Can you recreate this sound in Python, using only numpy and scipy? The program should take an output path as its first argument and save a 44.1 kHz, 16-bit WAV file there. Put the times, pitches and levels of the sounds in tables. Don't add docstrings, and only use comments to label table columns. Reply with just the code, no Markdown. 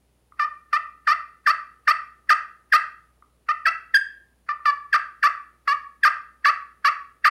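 import sys
import numpy as np
from scipy import signal
from scipy.fft import rfft, irfft
from scipy.io import wavfile
from scipy.ndimage import uniform_filter1d, minimum_filter1d

SR = 44100
rng = np.random.default_rng(int(sys.argv[2]) if len(sys.argv) > 2 else 0)


def convert_level_to_amplitude(level_db):
    exponent = np.asarray(level_db, float) / 20
    return 10 ** exponent


def to_wav(sig):
    pcm = np.clip(np.atleast_2d(sig), -1, 1) * 32767
    pcm = np.round(pcm).astype(np.int16)
    wavfile.write(sys.argv[1], SR, pcm.T)


N = 321922

SAG_POWER = 4.2


def evened(x):
    return x / np.sqrt(np.mean(x ** 2) + 1e-20)


def read(points, hz, order=1):
    columns = np.transpose(points)
    return np.interp(np.log(hz + 1), np.log(columns[0] + 1), columns[order])


def wander(count, size):
    smooth = uniform_filter1d(rng.standard_normal(count), size)
    return evened(uniform_filter1d(smooth, size))


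def add(mix, s, sound):
    part = mix[round(s * SR):][:len(sound)]
    part += sound[:len(part)]


def floor():
    # f/Hz, level/dB per Hz
    hiss_spectrum = [(20, -30), (45, -6), (100, -8.5), (400, -10.5), (700, -16), (1500, -23), (3000, -25.5),
                     (5500, -30), (8000, -31), (10000, -24.5), (13000, -34.5), (15000, -32), (16000, -33.5)]
    # f/Hz, rms level/dB
    hum_lines = [
        (60, -61.5),
        (120, -73),
        (180, -78.5),
        (240, -77),
    ]
    hiss_db = -67.5
    hz, t = np.fft.rfftfreq(N, 1 / SR), np.arange(N) / SR
    white = rfft(rng.standard_normal(N))
    hiss = evened(irfft(white * convert_level_to_amplitude(read(hiss_spectrum, hz)), N))
    waver = convert_level_to_amplitude(1.1 * wander(N, size=9000))
    hum = sum(convert_level_to_amplitude(db - 1.5) * np.sin(2 * np.pi * (f * t + rng.random())) for f, db in hum_lines)
    return convert_level_to_amplitude(hiss_db) * hiss + waver * hum


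def tap(db):
    # f/Hz, bandwidth/Hz, level/dB
    knock_modes = [
        (1220, 110, 1),
        (1971, 270, -5),
    ]
    t = np.arange(2000) / SR
    modes = sum(convert_level_to_amplitude(d) * np.exp(-np.pi * w * t) * np.sin(2 * np.pi * hz * t) for hz, w, d in knock_modes)
    contact = np.minimum(t / 0.0022, 1) ** 2
    return convert_level_to_amplitude(db + 6.5) * modes * contact


def drag(t, length, db, squeak_s, low_hz, end_hz):
    squeak_hz, sharp_hz, settle_s = 1602, 224.4, 0.0027
    break_s, squeak_end_hz, climb_power = .0013, 1750, 2.8
    droop_hz, droop_s, break_dip_db = 53, .016, -0.5
    squeak_db, bite_db, bite_s, sag_db = 9, 4.5, .005, -3
    t = np.clip(t, 0, length)
    squeak = 1 / (1 + np.exp((t - squeak_s) / break_s))
    broken_s = np.clip(squeak_s, 0, length / 2)
    climb = np.clip((t - broken_s) / (length - broken_s), 0, 1) ** climb_power
    high = squeak_hz + sharp_hz * np.exp(-t / settle_s) + (squeak_end_hz - squeak_hz) * climb
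    low = low_hz + (end_hz - low_hz) * climb + droop_hz * np.exp(-t / droop_s)
    bite = bite_db * np.exp(-t / bite_s) * (1 - squeak)
    falter = break_dip_db * 4 * squeak * (1 - squeak)
    sag = sag_db * (t / length) ** SAG_POWER
    return low + squeak * (high - low), db + squeak_db * squeak + bite + falter + sag


def stroke(start, length, db, squeak_s, low_hz, end_hz, creep_s=.03):
    break_hz, break_width_hz = 1410, 110
    dull_db = -4
    hard_jitter, gentle_jitter, hard_grit_db = .019, .006, 4
    end = start + length
    t = np.arange(start - creep_s, end + .02, 1 / SR)
    drift = wander(count=7000, size=30)[:len(t)]
    grit, creep = rng.standard_normal((2, SR // 5))[:, :len(t)]
    before, after = np.maximum(start - t, 0), np.maximum(t - end, 0)

    hz, pressure_db = drag(t - start, length, db, squeak_s, low_hz, end_hz)
    hz = hz + 14000 * np.minimum(before, .008)
    below = 1 / (1 + np.exp((hz - break_hz) / break_width_hz * 4))
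    rasp = np.maximum.accumulate(below)
    slope = np.gradient(uniform_filter1d(hz, size=120)) * SR
    falling = np.clip(-slope / 50000, 0, 1) * (before == 0)
    chaos = uniform_filter1d(4 * rasp * (1 - rasp), size=260)
    jitter, gritty_db = (hard_jitter, hard_grit_db) if squeak_s > 0 else (gentle_jitter, 0)
    unsteady = (0.00089 + jitter * rasp + 0.04 * chaos) * drift
    turns = np.cumsum(hz * (1 + unsteady)) / SR / 2
    swell_db = -(5600 + 900 * rasp) * before - (350000 + 550000 * rasp) * after ** 2
    swell_db = uniform_filter1d(swell_db, size=170)

    k = np.arange(1, 36)[:, None]
    share = np.where(k % 2, 1.214 * rasp, 1) * (k * hz < SR * .75)
    late_db = -3000 * np.maximum(start + 0.0028 * (1 - rasp) - t, 0)
    sharp_db = 0.61 * (db + 23.5)
    octaves = np.log2(np.maximum(k * hz / 2 / 1800, 1))
    run_out = np.clip((t - start) / length, 0, 1) ** SAG_POWER
    tilt_db = sharp_db - 1.3 * (1 - rasp) + dull_db * run_out
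    overtones_db = (late_db - 1.0 * (1 - rasp) - 6 * falling) * (k > 3) + tilt_db * octaves
    uneven = np.array([wander(count=7000, size=200)[:len(t)] for _ in k])
    overtones_db = overtones_db + (2.5 + sharp_db / 4) * uneven * np.minimum(octaves, 1)
    slips = (share * convert_level_to_amplitude(overtones_db) * np.cos(2 * np.pi * k * turns)).sum(0)

    grit = grit * (0.21 + np.exp(-((2 * turns) % 1) / .3))
    fine = signal.sosfilt(signal.butter(8, 2150, "high", fs=SR, output="sos"), grit)
    grit = fine + 0.2 * rasp * (grit - fine)
    puffs = grit * convert_level_to_amplitude(late_db + 0.5 * sharp_db + gritty_db * rasp)
    scratch = convert_level_to_amplitude(-6.0 + 0.93 * rasp + 16.8 * falling) * convert_level_to_amplitude(15 * chaos) * puffs
    creep = signal.sosfilt(signal.butter(2, 1500, "high", fs=SR, output="sos"), creep)
    creep_fade = (t < start) * np.minimum((t - t[0]) / .01, 1)
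    rubbing = convert_level_to_amplitude(-37 - 450 * before) * creep * creep_fade
    return t[0], convert_level_to_amplitude(pressure_db + swell_db) * (slips + scratch) + rubbing


def ring_of_pot():
    # f/Hz, level/dB
    body = [(300, -103.5), (520, -46.5), (620, -29), (950, -9), (1500, -7.5), (2000, -8.5), (2300, -14),
            (3700, -30), (5000, -29), (7000, -46.5), (10000, -51), (13400, -60), (16000, -72)]
    # f/Hz, bandwidth/Hz, level above/dB
    pot_modes = [(1206, 369, 14), (1870, 595, 5), (2671, 190, 11.5), (2956, 145, -7), (4574, 450, 12.5),
                 (5454, 220, 7), (6026, 88, 7.5), (8320, 320, 6.5), (11650, 910, 13), (13500, 350, -21),
                 (14400, 670, 11)]
    hz = abs(np.fft.fftfreq(8192, 1 / SR))
    peaks_db = sum(d / (1 + (2 * (hz - f) / w) ** 2) for f, w, d in pot_modes)
    log_gain = np.log(convert_level_to_amplitude(read(body, hz) + peaks_db))
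    phase = -signal.hilbert(log_gain).imag
    return np.fft.ifft(np.exp(log_gain + 1j * phase)).real[:2048]


def room(x):
    # f/Hz, t60/s, reverberation level/dB
    walls = [(500.4, .3, -1.5), (1245, 0.44, -6), (1570, 0.4, -5), (2560, 0.4, -8), (4800, 0.36, -15.5),
             (8900, 0.26, -6), (13700, 0.12, -28)]
    taps = np.zeros(SR * 2 // 3)
    at = np.arange(260, len(taps) - 20, 16)
    taps[at + rng.integers(0, 16, len(at))] = rng.choice([-1., 1.], len(at))
    hz, t, z = signal.stft(taps, SR, nperseg=128)
    t60 = np.maximum(read(walls, hz), .05)[:, None]
    near_walls = 1 - np.exp(-(t / 0.0093) ** 2)
    decay = convert_level_to_amplitude(read(walls, hz, order=2)[:, None] - 60 * t / t60)
    fall = decay / np.sqrt(t60 * SR / 16 / np.log(1e6))
    response = signal.istft(z * fall * near_walls, SR, nperseg=128)[1]
    return signal.fftconvolve(x, response)[:N]


def scene():
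    # t/s, peak level/dB
    set_downs = [
        (0.321, -39.5),
        (3.223, -40.5),
        (4.593, -35),
    ]
    # start t/s, length/s, pressure level/dB, lowest slip rate f/Hz, last slip rate f/Hz
    gentle = [
        (0.395, 0.053, -22.5, 1166, 1231),
        (0.73, 0.042, -20, 1150, 1347),
        (3.488, 0.03, -22, 1162, 1363),
        (4.489, 0.033, -26.5, 1145, 1225),
        (4.656, 0.052, -20, 1157, 1130),
        (5.677, 0.056, -20, 1091, 1240),
    ]
    # start t/s, length/s, pressure level/dB, squeak duration/s, lowest slip rate f/Hz
    hard = [(1.072, 0.061, -18.5, .003, 1163), (1.464, .050, -17, 0.0081, 1161),
            (1.875, .044, -16.5, 0.004, 1166), (2.294, 0.038, -15, .0095, 1169),
            (2.724, 0.042, -14.5, 0.011, 1184), (3.656, 0.035, -17, 0.0092, 1261),
            (3.943, .029, -13.5, .06, 1200), (4.929, 0.035, -17, 0.013, 1154),
            (5.229, .046, -17, .007, 1129), (6.034, 0.047, -15, .0165, 1173),
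            (6.447, 0.055, -17, .0085, 1117), (6.847, .044, -17, .001, 1089),
            (7.245, 0.037, -15, 0.0074, 1147)]
    gentle_squeak_s, hard_end_hz = -0.0012, 1373
    strokes = [(s, length, db, gentle_squeak_s, low, end) for s, length, db, low, end in gentle]
    strokes += [(*row, hard_end_hz) for row in hard]
    force = np.zeros(N)
    for row in sorted(strokes):
        add(force, *stroke(*row))
    call = signal.oaconvolve(force, ring_of_pot())[:N]
    for s, db in set_downs:
        add(call, s, tap(db))
    return (call + room(call) + floor())[None]


def roll_off(x):
    return signal.sosfilt(signal.butter(12, 16430, fs=SR, output="sos"), x)


def record(dry):
    power_db = 10 * np.log10(uniform_filter1d(dry ** 2, size=60) + 1e-12)
    over_db = -minimum_filter1d(-np.maximum(power_db + 9.5, 0), size=150)
    held = dry * convert_level_to_amplitude(-.6 * uniform_filter1d(over_db, size=150))
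    bent = 1.01 * np.tanh(held / 1.121) + .003 * held ** 2
    faded = bent * np.minimum(np.arange(N)[::-1] / 500, 1)
    band_limit = signal.firwin(511, 15900, window=("kaiser", 9), fs=SR)[None]
    limited = signal.oaconvolve(faded, band_limit, "same")
    return roll_off(limited)


dry = scene()
out = record(dry)
to_wav(out)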